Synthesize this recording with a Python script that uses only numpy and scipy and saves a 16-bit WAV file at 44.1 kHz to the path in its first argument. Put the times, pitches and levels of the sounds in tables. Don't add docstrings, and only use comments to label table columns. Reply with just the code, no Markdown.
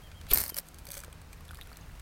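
import sys
import numpy as np
from scipy import signal
from scipy.fft import rfft, irfft
from scipy.io import wavfile

SR = 44100
rng = np.random.default_rng(int(sys.argv[2]) if len(sys.argv) > 2 else 0)


def log_audio(samples):
    frames = np.atleast_2d(samples).T
    limited = np.clip(frames, -1, 1)
    pcm = np.round(limited * 32767).astype(np.int16)
    wavfile.write(sys.argv[1], SR, pcm)


N = 88640
TIME = np.arange(N) / SR
SLACK_S = .315


def undb(db):
    return 10 ** (np.asarray(db) / 20)


def unit(x):
    return x / np.sqrt(np.mean(x ** 2))


def curve(rows):
    return np.interp(TIME, *np.transpose(rows))


def walk(rate):
    return np.interp(TIME * rate, np.arange(4096), rng.standard_normal(4096))


def swell(s, db, attack, release, hold=0):
    away = np.maximum(s - TIME, 0) / attack + np.maximum(TIME - s - hold, 0) / release
    return undb(db) * np.exp(-np.log(1000) * away)


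def add(out, s, sound):
    i = int(s * SR)
    out[i:i + len(sound)] += sound[:N - i]


def colour(x, points, size=1024):
    hz, db = np.transpose(points)
    grid = np.maximum(np.arange(size // 2 + 1) * SR / size, 1)
    cepstrum = irfft(np.log(undb(np.interp(np.log(grid), np.log(hz), db))))
    cepstrum[1:size // 2] *= 2
    cepstrum[size // 2 + 1:] = 0
    response = irfft(np.exp(rfft(cepstrum)))
    return signal.fftconvolve(x, response / np.linalg.norm(response))[:len(x)]


def brighten(x, db, split_hz):
    low = signal.sosfilt(signal.butter(2, split_hz, fs=SR, output="sos"), x)
    high = signal.sosfilt(signal.butter(2, split_hz, "high", fs=SR, output="sos"), x)
    return (undb(db) * high - low) / np.sqrt((1 + undb(db) ** 2) / 2)


def fade(t60, rise=0.0002091):
    t = TIME[:SR // 5]
    return (1 - np.exp(-t / rise)) * np.exp(-np.log(1000) * t / t60)


def burst(t60):
    scuff = np.sign(rng.standard_normal(SR // 5)) * fade(t60, rise=.0001)
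    scuff[0] += 3
    return scuff


def ring(hz, t60, glide=0):
    pitch = hz * 2 ** (glide * np.minimum(TIME[:SR // 5] / t60, 1))
    return np.sin(2 * np.pi * np.cumsum(pitch) / SR) * fade(t60)


def crinkle(rate, spread_db, hiss_db):
    sizes = undb(spread_db * np.minimum(rng.exponential(size=N), 4))
    creases = (rng.random(N) < rate / SR) * rng.choice([-1, 1], N) * sizes
    return unit(unit(creases) + undb(hiss_db) * rng.standard_normal(N))


def contacts(rows, t60, split_hz, patchy_db, flap_db=-6, doubling_db=33):
    out, bands = np.zeros(N), np.geomspace(600, 16000, num=18)
    for s, db, bright_db, *flap_hz in rows:
        decay = t60 * 2 ** (-bright_db / doubling_db)
        spot = np.column_stack([bands, patchy_db * rng.standard_normal(len(bands))])
        scuff = colour(brighten(burst(decay), bright_db, split_hz), spot)
        flap = sum(ring(hz, decay) for hz in flap_hz)
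        add(out, s, undb(db) * (scuff + undb(flap_db) * flap))
    return out


# frequency in Hz, relative gain in dB.
AIR_SPECTRUM = [(120, -39), (200, 0.5), (311, -1.5), (380, -3), (569, -3.5), (1320, -6), (2700, -11),
                (3250, -15), (4200, -14.5), (14100, -26), (16000, -22.5)]
RUMBLE_SPECTRUM = [(15, -16), (28, 3), (38, -9.5), (51, 5), (63, -6), (80, 1.5), (100, -6.5), (125, -11),
                   (155, -11.5), (190, -18.5), (280, -29), (500, -53)]
# time in seconds, level in dB.
RUMBLE_LEVELS = [(0, -51), (.66, -57), (.82, -49.5), (1.5, -49), (2.0, -48.5)]

def outdoors(air_db=-57.5, drone_hz=79, drone_db=-60, octave_db=-60):
    hiss = unit(colour(rng.standard_normal(N + SR), AIR_SPECTRUM)[SR:]) * undb(air_db + .7 * walk(25))
    rumble = unit(colour(rng.standard_normal(N + SR), RUMBLE_SPECTRUM, size=16384)[SR:])
    wake = swell(s=.36, db=-44, attack=.9074, release=.3041)
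    phase = 2 * np.pi * np.cumsum(drone_hz * (1 + .025 * walk(12))) / SR
    drone = undb(drone_db + 3 * walk(7)) * np.sin(phase)
    octave = undb(octave_db + 2 * walk(7)) * np.sin(2 * phase)
    return hiss + rumble * (undb(curve(RUMBLE_LEVELS)) + wake) + drone + octave


# frequency in Hz, relative gain in dB.
TOUCH_SPECTRUM = [(300, -7), (1500, 7.5), (5000, 6.5), (9500, 9.5), (12500, 8.5), (14500, 10.5),
                  (16000, 0.5)]

def touch(force):
    return undb(-2) * colour(force, TOUCH_SPECTRUM)


# time in seconds, relative level in dB.
GRIP_LEVELS = [(0, -63.5), (.8, -67), (1.25, -72), (1.52, -63), (2.0, -64.5)]

def hand():
    return touch(crinkle(rate=1000, spread_db=6.5, hiss_db=-.5) * undb(curve(GRIP_LEVELS)))


# start and length in seconds, top pitch in Hz, level in dB,
# place of the top as a fraction of the note.
BIRD_NOTES = [(0.019, 0.07051, 3280, -61, 0.2202), (0.138, 0.07656, 3254, -60.5, 0.4804),
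              (0.27, 0.063, 3290, -65.5, 0.32), (0.493, 0.07936, 3195, -59, 0.1084)]

def bird(scoop=.10956, fall=.12662, waver=.01372, echo_db=-10, echo_t60=.765):
    calls = np.zeros(N)
    for s, length, hz, db, top in BIRD_NOTES:
        progress = np.linspace(0, 1, int(length * SR))
        rising = scoop * (1 - progress / top) ** 2
        falling = fall * ((progress - top) / (1 - top)) ** 2
        droop = np.where(progress < top, rising, falling)
        pitch = hz * (1 - droop + waver * walk(186.77)[:len(progress)])
        envelope = undb(db) * np.sqrt(2 * np.abs(np.sin(np.pi * progress)))
        add(calls, s, envelope * np.sin(2 * np.pi * np.cumsum(pitch) / SR))
    trees = rng.standard_normal(N) * np.exp(-np.log(1000) * TIME / echo_t60)
    return calls + undb(echo_db) * signal.fftconvolve(calls, trees / np.linalg.norm(trees))[:N]


# frequency in Hz, 60 dB decay time in seconds, relative level in dB.
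FRAME_MODES = [(575, .08, -23), (1750, .01, -21), (2450, .016, -15), (3600, .006, -22), (4800, .004, -18),
               (6400, .004, -17), (8400, .005, -12), (11250, .004, -16)]

def frame_ring(force, coupling_db=-1):
    modes = [(ring(hz, t60), db) for hz, t60, db in FRAME_MODES]
    response = sum(undb(db) * mode / np.linalg.norm(mode) for mode, db in modes)
    return undb(coupling_db) * signal.fftconvolve(force, response)[:N]


# start in seconds, relative level in dB, brightness in dB.
FRAME_TICKS = [(.1155, -43, -31.5), (.2131, -40, -11), (.267, -40.5, -20), (.6863, -41.5, 27),
               (.7441, -44.5, 6.5), (.7858, -41.5, 9.5), (.8534, -41, 19.5), (.8684, -38, -1),
               (.8888, -38.5, 21.5), (.9043, -37, 3.5), (.9134, -38.5, 22.5), (.9177, -31.5, 16),
               (.9412, -33.5, 5), (.9704, -37.5, -13), (.9747, -36.5, 4), (.9783, -36, 15.5),
               (1.0029, -37.5, 12.5), (1.0125, -46.5, -10), (1.0362, -37.5, -4), (1.0461, -40, -4.5),
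               (1.1275, -42.5, -3.5), (1.2158, -43, -11.5), (1.33, -40.5, -10), (1.4518, -47, -8.5),
               (1.7706, -40.5, 10), (1.9965, -41, -11.5)]

def ticks():
    force = contacts(FRAME_TICKS, t60=.014742, split_hz=3898.6, patchy_db=2.5)
    return touch(force) + frame_ring(force)


# frequency in Hz, relative gain in dB.
SWISH_SPECTRUM = [(120, -35.5), (200, -2), (933, -15), (1180, -6), (1480, -4), (2020, -15.5), (2290, -1),
                  (3830, 3), (5840, -9.5), (8120, -11), (9060, -6.5), (12800, 0), (16000, -8)]

def swish():
    rubber = crinkle(rate=6000, spread_db=2, hiss_db=0) * undb(.872 * walk(900))
    slide = swell(s=.28854, db=-51.5, attack=.03002, release=.0822)
    contraction = swell(s=SLACK_S, db=-24, attack=.04238, release=.02603)
    return colour(rubber * (slide + contraction), SWISH_SPECTRUM)


# start in seconds, knock level in dB, ring level in dB, pitch in Hz,
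# 60 dB decay time in seconds.
ELASTIC_TUGS = [(0.3165, -21.5, -28, 426.7, 0.04717), (0.3237, -31.5, -39.5, 632, 0.00732),
                (.327, -28, -26.5, 1127, 0.01994), (.367, -37, -41, 403.9, 0.0881),
                (0.5215, -38, -41.5, 460.7, 0.01119), (.885, -53, -49.5, 569.8, 0.1513),
                (.969, -50.5, -45, 559.1, 0.09033), (1.081, -42, -44, 520.3, 0.01949)]

def tugs():
    out = np.zeros(N)
    spectrum = [(120, 4), (500, 12.5), (1200, -.5), (2000, 3), (4000, -16.5), (11000, -8.5),
                (16000, -43.5)]
    for s, knock_db, ring_db, hz, t60 in ELASTIC_TUGS:
        knock = colour(burst(t60=.004248), spectrum)
        add(out, s, undb(knock_db) * knock + undb(ring_db) * ring(hz, t60))
    return out


def air_push(passing_s=.3275, half_width_s=.006, peak_db=-26):
    offset = (TIME - passing_s) / half_width_s
    return -undb(peak_db) * offset * np.exp((1 - offset ** 2) / 2)


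# frequency in Hz, relative gain in dB.
POUCH_SPECTRUM = [(88, -21.5), (150, -11.5), (226, 0), (315, -13.5), (391, -7.5), (612, -1.5), (1140, -5.5),
                  (2020, -5), (3490, -13.5), (4410, -5), (7470, -10), (9820, -4), (11300, -8.5),
                  (13400, 1.5), (16000, -12)]
# start in seconds, relative level in dB, brightness in dB, flap pitch in Hz.
POUCH_CRACKS = [(.3343, -12, 26, 13050), (.3363, -12.5, 14, 14300), (.3427, -19, 9, 13400),
                (.346, -19.5, 13, 9186), (.3585, -24.5, -12, 9060), (.3739, -19.5, 3.5, 4068),
                (.3847, -20, 9, 9866), (.404, -21, 10, 14120), (.4146, -25, 5, 9348),
                (.438, -25.5, 5, 7702), (.4622, -33, 7, 4383), (.4803, -32, 14, 14040),
                (.4934, -30.5, 10, 4709), (.497, -30.5, 4, 13020), (.501, -35, -4.5, 13250)]

def pouch(stretch_s=.33751, turn_s=.53501, slowing_s=.03665, dulling_db_per_s=59.5):
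    speed = np.clip((turn_s - TIME) / slowing_s, 0, 1) * (TIME > SLACK_S)
    flutter = swell(stretch_s, db=-33, attack=.1839, release=.3346, hold=.059963) * speed
    turbulence = swell(stretch_s, db=-43, attack=.1839, release=.1858, hold=.057765) * speed
    flight_back = swell(s=.587, db=-40.5, attack=.14556, release=.0682)
    bright_db = np.where(TIME < stretch_s, -23, 11 - dulling_db_per_s * (TIME - stretch_s))
    skin = crinkle(rate=4000, spread_db=6, hiss_db=-3.5) * undb(1.2 * walk(400))
    creases = brighten(skin * flutter, bright_db, split_hz=6635)
    creases += brighten(skin * flight_back, db=3, split_hz=6080)
    whoosh_spectrum = [(100, -3), (250, 5), (600, -8.5), (1100, -1), (2100, 3), (3200, -12), (8000, -31.5)]
    whoosh = colour(rng.standard_normal(N) * turbulence, whoosh_spectrum)
    cracks = contacts(POUCH_CRACKS, t60=.010613, split_hz=11220, patchy_db=2, flap_db=-.5)
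    return colour(creases + cracks, POUCH_SPECTRUM) + whoosh


# frequency in Hz, relative gain in dB.
SLAP_SPECTRUM = [(200, -11), (400, -30.5), (570, 7.5), (850, -18), (1400, 1.5), (2300, -0.5), (3700, -5),
                 (5300, 2), (6400, -14.5), (8500, 1), (10800, -3), (13000, 0), (14200, -2), (16000, -4.5)]
# start in seconds, relative level in dB, brightness in dB, flap pitch in Hz.
REBOUND_SLAPS = [(.544, -31.5, 8, 4861), (.5671, -27, 3.5, 7297), (.5774, -28, 11, 12230),
                 (.5848, -21.5, 6.5, 12200), (.5867, -25.5, 6.5, 5415), (.5967, -31.5, 19.5, 12660)]

def slaps():
    force = contacts(REBOUND_SLAPS, t60=.01185, split_hz=9808, patchy_db=1.5, flap_db=-1.5)
    return colour(force, SLAP_SPECTRUM) + frame_ring(force, coupling_db=-7)


# peak in seconds, relative level in dB, attack and release in seconds per 60 dB.
RUBBER_STROKES = [(.67, -59.5, 0.2281, 0.3032), (0.788, -56, 0.0012, 0.1169), (.873, -53.5, 0.0432, 0.3418),
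                  (.92, -48, 0.0068, 0.3115), (0.975, -42.5, 0.0876, 0.1248), (1.337, -54.5, 0.098, 0.0456)]

def rubs():
    strokes = sum(swell(*stroke) for stroke in RUBBER_STROKES)
    force = crinkle(rate=1800, spread_db=9, hiss_db=-2.5) * strokes
    return touch(force) + frame_ring(force)


def bubble(hz, glide, t60_at_1khz=.018178):
    return ring(hz, t60_at_1khz * (hz / 1000) ** -.3147, glide)


# start in seconds, bubble level in dB, bubble pitch in Hz,
# glide in octaves per decay time, splash level in dB.
BAIT_PIECES = [(1.408, -46.5, 1168, -0.687, -49.5), (1.481, -52, 3376, -0.364, -47),
               (1.491, -39, 3670, -0.4056, -55.5), (1.5085, -34, 1469, -0.067, -46),
               (1.514, -46, 4853, 0.064, -44.5), (1.533, -41, 1259, -0.306, -54),
               (1.546, -54, 3631, 0.0087, -41), (1.5554, -46.5, 4478, 0.06, -45),
               (1.5717, -49, 4840, 0.16, -45), (1.5876, -39.5, 1136, -0.148, -53.5),
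               (1.590, -41, 1782, 0.053, -61.5), (1.6122, -34, 3849, -0.312, -38.5),
               (1.618, -39.5, 3310, 0.443, -54.5), (1.622, -40, 3681, 0.251, -64),
               (1.6333, -49.5, 11380, 0.0054, -49), (1.6728, -47.5, 1414, 0.211, -45.5),
               (1.7167, -40.5, 1335, -0.0039, -54.5), (1.7298, -43.5, 4451, 0.219, -49)]

def bait(shower_s=1.79, scatter_s=.16, crumb_db=-54, crumb_hz=2000, crumb_octaves=.62):
    out = np.zeros(N)
    spectrum = [(400, 1), (1400, 6.5), (4000, 7.5), (6500, 0), (11500, 10.5), (16000, -3.5)]
    for s, db, hz, glide, splash_db in BAIT_PIECES:
        splash = colour(burst(t60=.009418), spectrum)
        add(out, s, undb(db) * bubble(hz, glide) + undb(splash_db) * splash)
    for lateness, pitch, strength in rng.standard_normal(size=(90, 3)):
        s = shower_s + scatter_s * lateness
        if s < TIME[-1]:
            crumb = bubble(crumb_hz * 2 ** (crumb_octaves * pitch), glide=.1145)
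            add(out, s, undb(crumb_db + 3 * strength) * crumb)
    return out


def scene():
    catapult = hand() + ticks() + swish() + tugs() + air_push() + pouch() + slaps() + rubs()
    return (outdoors() + bird() + catapult + bait())[None]


def record(dry, top_hz=16000):
    return signal.sosfilt(signal.ellip(8, .2, 70, top_hz, fs=SR, output="sos"), dry)


dry = scene()
out = record(dry)
log_audio(out)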